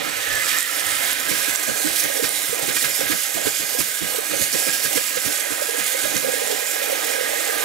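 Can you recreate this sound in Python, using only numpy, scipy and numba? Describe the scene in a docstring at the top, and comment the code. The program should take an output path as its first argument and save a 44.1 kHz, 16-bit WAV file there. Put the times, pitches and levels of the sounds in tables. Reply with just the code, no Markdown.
"""A tap running full into a moulded basin in a tiled bathroom, close to a hand-held camera's microphone.
The jet sprays and crackles, drives the basin's resonances and gurgles in the drain over a low rush of
plumbing; air pockets burst from the spout as dull thumps that break the stream. The camera rumbles as it
swings toward the bowl, and its two microphone ports hear the bass in roughly opposite phase."""
import sys
import numpy as np
from scipy import signal
from scipy.fft import rfft, irfft, next_fast_len
from scipy.io import wavfile
from scipy.ndimage import uniform_filter1d, map_coordinates
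from numba import njit

SR = 44100
rng = np.random.default_rng(int(sys.argv[2]) if len(sys.argv) > 2 else 0)


def transcribe(signal):
    """Save signal, clipped to [-1, 1], as a 16-bit WAV file at the path in sys.argv[1]."""
    frames = np.atleast_2d(signal).T
    limited = np.clip(frames, -1, 1)
    pcm = np.round(limited * 32767).astype(np.int16)
    wavfile.write(sys.argv[1], SR, pcm)


N = 336924
T = np.arange(N) / SR
FFT_SIZE = next_fast_len(N + SR)
HZ = np.maximum(np.arange(FFT_SIZE // 2 + 1) * SR / FFT_SIZE, 1)


def undb(db):
    """Decibels to amplitude."""
    return 10 ** (np.asarray(db) / 20)


def unit(x):
    """Scale to rms 1."""
    return x / np.sqrt(np.mean(x ** 2))


def over_hz(table):
    """Read (pitch_hz, value) rows on a log-frequency axis."""
    hz, value = np.transpose(table)
    return np.interp(np.log(HZ), np.log(hz), value)


def filtered(x, response):
    """Apply a frequency response."""
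    return irfft(rfft(x, FFT_SIZE) * response, FFT_SIZE)[:N]


def resonance(hz, width_hz):
    """Response of one resonator, 1 at its peak."""
    return 1 / (1 + 1j * (HZ - hz ** 2 / HZ) / width_hz)


def resonances(modes):
    """Response of parallel resonators with alternating sign."""
    return sum((-1) ** k * undb(db) * resonance(hz, width) for k, (hz, width, db) in enumerate(modes))


def scattered(modes):
    """Steep resonances driven from many unrelated spots add in power."""
    return np.sqrt(sum(undb(2 * db) * abs(resonance(hz, width)) ** 4 for hz, width, db in modes))


def wander(rate_hz):
    """Random levels held 1 / rate_hz seconds and smoothed twice; rms 1."""
    hold = int(SR / rate_hz)
    steps = np.repeat(rng.standard_normal(N // hold + 1), hold)
    return unit(uniform_filter1d(uniform_filter1d(steps, hold), hold)[:N])


def flicks(rate_hz, fade_s):
    """Sudden random jumps that die away; mean 0, rms 1."""
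    jumps = (rng.random(N) < rate_hz / SR) * rng.random(N)
    shape = signal.lfilter([1], [1, -np.exp(-1 / (fade_s * SR))], jumps)
    return unit(shape - shape.mean())


def delayed(sound, delay_ms, sway_ms=0.088):
    """Delay along a path whose length sways with the hand."""
    path_ms = delay_ms + sway_ms * wander(1.5)
    return map_coordinates(sound, [np.arange(N) - path_ms * SR / 1000], order=3, mode="mirror")


@njit
def ring(start, hz, decay_cycles, size, swell_cycles, glide):
    """Each bubble swells for some cycles and rings out, gliding up in pitch."""
    out = np.zeros(N)
    for k in range(len(start)):
        cycle = 0.
        for i in range(start[k], N):
            cycle += hz[k] / SR
            if cycle > swell_cycles + 5 * decay_cycles[k]:
                break
            if cycle < swell_cycles:
                shape = np.sin(np.pi / 2 * cycle / swell_cycles) ** 2
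            else:
                shape = np.exp((swell_cycles - cycle) / decay_cycles[k])
            out[i] += size[k] * shape * np.sin(2 * np.pi * cycle * (1 + glide * cycle))
    return out


def swarm(low_hz, high_hz, decay_cycles, scatter_db, glide, count):
    """Bubbles at random times and pitches, a few louder than the rest; rms 1."""
    when, pitch, luck = rng.random((count, 3)).T
    hz = low_hz * (high_hz / low_hz) ** pitch
    size = np.sqrt(hz) * undb(scatter_db * np.minimum(-np.log(1 - luck), 4))
    return unit(ring((when * N).astype(int), hz, np.full(count, decay_cycles), size, 0.91, glide))


def timed_bubbles(rows, swell_cycles, decay_cycles, glide, late_s):
    """Ring one bubble for each (start_s, level_db, pitch_hz) row."""
    start_s, db, hz = np.transpose(rows)
    start = ((start_s + late_s) * SR).astype(int)
    return ring(start, hz, np.full(len(hz), decay_cycles), undb(db), swell_cycles, glide)


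# Tone of the spray, close to the jet: pitch_hz, gain_db
SPRAY_TONE = [(2500, -6), (5200, -3.5), (6500, -2), (8000, -1.5), (10400, -3), (12000, -3), (14000, -6.5),
              (16000, -10.5)]
# Faint whistles, relative to the spray: start_s, end_s, pitch_hz, width_hz, level_db
WHISTLES = [(1.75, 2.1, 9100, 800, -14), (2.26, 2.43, 9100, 1100, -12), (2.7, 3.8, 11600, 500, -21)]


def spray():
    """The jet hisses in narrow bands that flicker together and alone; tiny bubbles fizz on top."""
    noise = rng.standard_normal(N)
    shared_db = 0.94 * wander(50) + 1.16 * flicks(55, fade_s=0.0068)
    hiss = 0
    for hz in 2000 * 2 ** np.arange(0, 3.4, 1 / 6):
        band = np.cos(np.clip(6 * np.log2(HZ / hz), -1, 1) * np.pi / 2) ** 2
        hiss += filtered(noise, band) * undb(shared_db + 1.37 * wander(10))
    fizz = swarm(6190, 19300, decay_cycles=3.7, scatter_db=3.6, glide=0.011, count=7000)
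    sound = unit(filtered(unit(hiss) + undb(-7) * fizz, undb(over_hz(SPRAY_TONE))))
    for start, end, hz, width, db in WHISTLES:
        swell = np.interp(T, [start, start + .05, end - .05, end], [0, 1, 1, 0]) * undb(3 * wander(25))
        sound += undb(db) * swell * unit(filtered(noise, resonance(hz, width) ** 2))
    return sound


# Reflections off bowl, counter, mirror and wall: delay_ms, level_db
ECHOES = [(.6, -17), (1.3, -16), (2.9, -16), (4.7, -16)]


def echoed(sound):
    """Hard surfaces near the microphone repeat the sound and comb it."""
    echoes = sum(undb(db) * delayed(sound, ms) for ms, db in ECHOES)
    return (sound + echoes) / np.sqrt(1 + sum(undb(2 * db) for _, db in ECHOES))


# Modes of the basin, microphone facing it: pitch_hz, width_hz, level_db
BASIN_MODES = [(1010, 90, -12), (1235, 80, -8), (1335, 90, -9), (1525, 100, -5), (1640, 75, 1),
               (1735, 70, -12), (1870, 125, -3.5), (2045, 65, -4), (2150, 110, -5.5), (2420, 120, -4.5)]
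# The same modes, then the wash, with the microphone turned aside: level_db
ASIDE_DB = [-11.5, -6, -5, -7, -6, -0.5, -2.5, -3.5, -8, -7.5, -10]


def basin():
    """Drops patter on the bowl; each mode swells and fades on its own as the water film shifts."""
    patter = rng.standard_normal(N) * undb(1.23 * wander(25))
    patter += undb(-14.5) * swarm(1005, 3260, decay_cycles=2.4, scatter_db=1.6, glide=0.012, count=3000)
    facing = np.interp(T, [0.62, 1.4], [0, 1])  # the camera turns to the bowl
    wash = (2930, 3240, -11)  # broad splash above the modes
    sound = 0
    for k, ((hz, width, db), aside_db) in enumerate(zip(BASIN_MODES + [wash], ASIDE_DB)):
        mode = filtered(np.roll(patter, k * SR // 2), resonance(hz, width) ** 2)
        film_db = min(1, 300 / width) * 1.8 * wander(9)
        sound += mode * undb(aside_db + facing * (db - aside_db) + film_db)
    return unit(sound)


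# Modes of the drain's throat, at the bottom of the bowl: pitch_hz, width_hz, level_db
DRAIN_MODES = [(317, 108, 1.5), (444, 84, 1.5), (570, 84, 7.5), (694, 290, 3), (800, 91, 3)]


def drain():
    """Churning water sounds the drain's throat, which bubbles more as it floods."""
    churn = rng.standard_normal(N) * undb(1.9 * wander(22))
    throat = unit(filtered(churn, scattered(DRAIN_MODES)))
    bubbles = swarm(440.4, 570.6, decay_cycles=6.5, scatter_db=1.6, glide=0.0018, count=1100)
    flood_db = np.interp(T, [5.1, 6.5], [-7.5, -1])
    return unit(throat + undb(flood_db) * bubbles)


# Steady flow between air pockets, at the microphone: time_s, spray_db, bowl_db, drain_db
FLOW = [(0, -32.5, -29, -37), (.6, -23, -25, -38), (1.15, -24.5, -25.5, -36.5), (1.599, -26, -28.5, -36),
        (2.2, -27, -32, -37), (2.6, -22.5, -29.5, -45.5), (2.85, -25, -32.5, -39.5), (3.4, -28, -33, -40.5),
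        (4, -24.5, -33.5, -44), (4.25, -28.5, -32, -39), (4.55, -18.5, -31.5, -38.5),
        (5.1, -29, -32, -42.5), (5.7, -27, -31, -36.5), (6.2, -24.5, -29.5, -40.5), (6.5, -27, -30, -35),
        (6.75, -27.5, -30.5, -38.5), (7, -27.5, -28.5, -35.5), (7.64, -26, -29, -35.5)]


def stream(bowl_share=0.097):
    """Spray, bowl and drain follow the flow; each air pocket puffs and sends a surge behind it."""
    time_s, *flow_db = np.transpose(FLOW)
    spray_db, bowl_db, drain_db = (np.interp(T, time_s, db) for db in flow_db)
    puff_db, surge_db, swell_db = np.transpose(AIR_POCKETS)[5:]
    kick_db = pocket_humps(puff_db, from_s=-0.0083, to_s=0.04)
    kick_db += pocket_humps(surge_db, from_s=0.047, to_s=0.25)
    spray_db += kick_db
    bowl_db += bowl_share * kick_db
    drain_db += pocket_humps(swell_db, from_s=0.034, to_s=0.22)
    return echoed(undb(spray_db) * spray()) + undb(bowl_db) * basin() + undb(drain_db) * drain()


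# Tone of the bathroom's plumbing: pitch_hz, gain_db
PIPE_TONE = [(30, -28), (60, -30), (120, -13), (180, -1), (240, -4.5), (310, 2), (380, -26), (520, -19),
             (900, -60)]
# Slight rise of its rush near the end: time_s, gain_db
PIPE_SWELL = [(5.9, -2.5), (6.6, -1.5)]


def plumbing():
    """The pipes rush low and unevenly all along."""
    flow = rng.standard_normal(N) * undb(5.9 * wander(6.8))
    rush = unit(filtered(flow, undb(over_hz(PIPE_TONE))))
    return undb(-50.5 + np.interp(T, *np.transpose(PIPE_SWELL))) * rush


# Handling noise, right at the microphone: time_s, level_db
HANDLING = [(0.0, -58), (0.28, -53), (0.32, -43), (0.45, -57), (0.84, -64), (0.87, -47), (1.3, -59)]


def handling():
    """The hand shakes the camera's body while it swings."""
    shake = unit(filtered(rng.standard_normal(N), resonances([(30, 27, 3), (92, 57, 9)])))
    return undb(np.interp(T, *np.transpose(HANDLING), right=-75)) * shake


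# Loudest pops of the spray, close by: start_s, level_db, pitch_hz
POPS = [(.3534, -8, 10400), (.5851, -0.5, 7500), (.606, 2, 8600), (.6275, 3, 8740), (.8669, -4, 8730),
        (.9178, -6, 8550), (1.1303, 0, 11300), (1.5584, -0.5, 7100), (2.2912, -1, 9400),
        (6.1664, -2.5, 6600), (6.4742, -5.5, 8060)]


def pops():
    """Tiny bubbles ring for a few cycles, heard as sharp cracks."""
    return timed_bubbles(POPS, swell_cycles=0.94, decay_cycles=1.8, glide=0.0046, late_s=0.0012)


# Air pockets leaving the spout above the bowl:
# start_s, thump_db, t60_s, splutter_db, glug_db, spray_puff_db, spray_surge_db, drain_swell_db
AIR_POCKETS = [(1.292, -27.5, 0.27, -23.5, -31, 4.5, 3, -0.5), (1.48, -36, 0.18, -28, -30, 2, 1, -2),
               (1.673, -28.5, 0.24, -29, -46, 4.5, 3.5, -0.5), (1.845, -34, 0.43, -28, -22, 2, 4.5, -1),
               (2.03, -31, 0.17, -24, -43, 3.5, 3, 0), (2.224, -20, 0.095, -13, -23.5, 4, 2, 2),
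               (2.48, -34, 0.18, -36, -50, -1, -6, 10.5), (2.616, -30, 0.11, -27, -51, 6, -3, 7.5),
               (2.669, -27, 0.16, -16.5, -42, 3, 4.5, -5), (2.748, -33, 0.18, -24, -36, 4.5, -1.5, 1),
               (2.821, -31, 0.27, -21, -37, -1, 4, -1), (2.983, -31.5, 0.24, -23.5, -54, 0.5, 0.5, 1),
               (3.05, -37, 0.19, -26.5, -45, 0.5, 0.5, -1.5), (3.096, -26, 0.2, -21, -25, 6, 4, -5.5),
               (3.338, -37, 0.4, -27.5, -50, 2.5, 2.5, 3.5), (3.444, -25, 0.13, -17, -38, 2, 2, -1.5),
               (3.592, -32.5, 0.18, -30, -37, 1, 1, 1), (3.786, -23, 0.13, -20, -27, 4.5, -1, 2.5),
               (4.002, -37, 0.44, -27, -44, -5.5, 1.5, 5.5),
               (4.291, -34, 0.41, -27.5, -36, 0.5, -1.5, -1.5),
               (4.395, -30, 0.12, -27, -28, 2.5, -5.5, -5.5),
               (4.529, -28.5, 0.22, -26.5, -37.0, 3.5, -3, 1),
               (4.665, -28, 0.17, -21.5, -33, 2.5, -1.5, 0.5), (4.83, -29, 0.21, -23, -49.0, 5, 2.5, 5.5),
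               (4.955, -31.5, 0.12, -20.5, -24.5, 4.5, 5, 0.5),
               (5.151, -30, 0.092, -19.5, -40, 4.5, 3.5, 2), (5.24, -29.5, 0.21, -23.5, -54, 5, 3.5, 3.5),
               (5.504, -31, 0.097, -23, -32, 2.5, 0.5, -1.5), (5.779, -31.5, 0.21, -21, -30, 4, 2.5, -2.5),
               (6.021, -30.5, 0.27, -26.5, -40, -1.5, -2.5, 2.5), (6.14, -33, 0.17, -25, -35, 4, -0.5, 6)]
# Low modes of the basin under the spout: pitch_hz, width_hz, level_db
THUMP_MODES = [(77, 23, -9.5), (133, 26, -8), (192.4, 30, -3.5), (307, 51, -4), (475, 68, -6.5)]


def air_pockets(attack_s=0.011, fall_s=0.013):
    """Each pocket thumps the basin's low modes, glugs and drops a splutter onto the bowl."""
    churn, splutter = np.zeros((2, N))
    age = T[:SR // 2]
    attack = np.minimum(age / attack_s, 1)
    for start_s, thump_db, t60_s, splutter_db, *_ in AIR_POCKETS:
        fade = undb(-60 * age / t60_s)
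        churn[int(start_s * SR):][:len(age)] += undb(thump_db) * attack * fade
        splutter[int((start_s + fall_s) * SR):][:len(age)] += undb(splutter_db) * attack * fade ** 1.1
    noise, body = rng.standard_normal(N), resonances(THUMP_MODES)
    drive = churn * noise * undb(2.25 * wander(60))
    thump = undb(-1) * filtered(drive, body) / np.std(filtered(noise, body))
    splash = unit(filtered(noise, scattered(BASIN_MODES + [(3070, 4200, -10.5)])))
    return thump + glugs() + splash * splutter * undb(1.8 * wander(150))


def glugs(pitch_hz=286.6, t60_share=0.39):
    """Each pocket rings as one big bubble that dies sooner than its thump."""
    start_s, t60_s, glug_db = np.transpose(AIR_POCKETS)[[0, 2, 4]]
    cycles = t60_share * t60_s * pitch_hz / np.log(1000)
    rows = [(s, db, pitch_hz) for s, db in zip(start_s, glug_db)]
    return timed_bubbles(rows, swell_cycles=2.5, decay_cycles=cycles, glide=0.0051, late_s=-0.0032)


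def pocket_humps(height_db, from_s, to_s):
    """A smooth swell or dip in dB in a window timed from each air pocket, summed."""
    coarse_s = T[::64]
    age = coarse_s[:, None] - np.transpose(AIR_POCKETS)[0]
    progress = np.clip((age - from_s) / (to_s - from_s), 0, 1)
    humps = np.sin(np.pi * progress ** 0.85) ** 2  # comes faster than it goes
    return np.interp(T, coarse_s, (humps * height_db).sum(axis=1))


# Gulps down in the drain: start_s, level_db, pitch_hz
GULPS = [(1.677, -23.5, 604), (1.692, -24, 550), (2.098, -28, 540), (2.194, -20.5, 468), (2.231, -23, 444),
         (2.527, -22.5, 464), (3.009, -21.5, 515), (3.372, -24.5, 653), (3.467, -23, 416),
         (3.748, -25.5, 485), (4.143, -27, 502), (4.183, -23, 436), (4.334, -22.5, 528),
         (4.418, -26.5, 560), (4.548, -26.5, 520), (4.669, -23.5, 520), (4.973, -21, 482),
         (5.169, -20.5, 488), (5.271, -28, 284), (5.618, -21, 555), (5.69, -24, 457), (5.742, -26, 470),
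         (5.946, -23.5, 515), (6.053, -22, 585), (6.244, -21, 516), (6.272, -24, 543), (6.286, -20, 500),
         (6.336, -21.5, 497), (6.417, -24, 475), (6.5, -24, 490), (6.523, -23.5, 417), (6.816, -24, 540),
         (6.897, -22.5, 556), (6.926, -22.5, 515), (7.207, -21.5, 480), (7.332, -21.5, 570),
         (7.491, -29, 430)]


def gulps():
    """Large single bubbles ring in the drain."""
    return timed_bubbles(GULPS, swell_cycles=3.2, decay_cycles=4.0, glide=0.0026, late_s=-0.002)


# Left microphone port relative to the right: pitch_hz, gain_db
LEFT_GAIN = [(30, -4), (200, -9), (1290, -8), (8120, -8.5), (15000, -11.0)]
# Phase lead of the left port: pitch_hz, lead_rad
LEFT_LEAD = [(60, 4.5), (260, 2.6), (600, 2.3), (1210, 1.68), (3620, 0.8), (7750, 0.14), (16000, 0.61)]
# How alike the two ports sound: pitch_hz, coherence_ratio
COHERENCE = [(60, .88), (300, .96), (1000, .92), (2500, .78), (6000, .68), (13000, .5)]


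def microphone_ports(sound, room_t60_s=0.39):
    """The left port is weaker, leads in phase and picks up the tiled room's tail."""
    tail = rng.standard_normal(SR) * undb(-60 * np.arange(SR) / SR / room_t60_s)
    room = rfft(tail / np.sqrt(np.sum(tail ** 2)), FFT_SIZE)
    gain, coherence = undb(over_hz(LEFT_GAIN)), over_hz(COHERENCE)
    direct = gain * coherence * np.exp(1j * over_hz(LEFT_LEAD))
    diffuse = gain * np.sqrt(1 - coherence ** 2)
    mid = np.sqrt(abs(1 + direct) ** 2 + diffuse ** 2) / 2  # dividing by it keeps the mono level
    reverb = delayed(filtered(sound, diffuse * room / mid), delay_ms=3.0)
    return np.array([filtered(sound, direct / mid) + reverb, filtered(sound, 1 / mid)])


def scene():
    """Water, pipes and handling, heard in stereo from beside the basin."""
    return microphone_ports(stream() + air_pockets() + gulps() + pops() + plumbing() + handling())


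def record(dry, limit_db=0.2, attack_s=0.0004, release_s=0.18):
    """A limiter ducks both channels on loud cracks; peaks are rounded, deep bass and top treble cut."""
    dry = signal.sosfilt(signal.butter(2, 18, "high", fs=SR, output="sos"), dry)
    peak_db = 20 * np.log10(abs(dry).max(axis=0) + 1e-9)
    over_db = np.maximum(peak_db - limit_db, 1e-6)
    # each overshoot is held and let go exponentially
    duck_db = np.exp(np.maximum.accumulate(np.log(over_db) + T / release_s) - T / release_s)
    ducked = dry * undb(-uniform_filter1d(duck_db, int(attack_s * SR)))
    rounded = ducked / (1 + (ducked / 1.05) ** 6) ** (1 / 6)
    return signal.sosfilt(signal.ellip(14, .3, 80, 15735, fs=SR, output="sos"), rounded)


dry = scene()
out = record(dry)
transcribe(out)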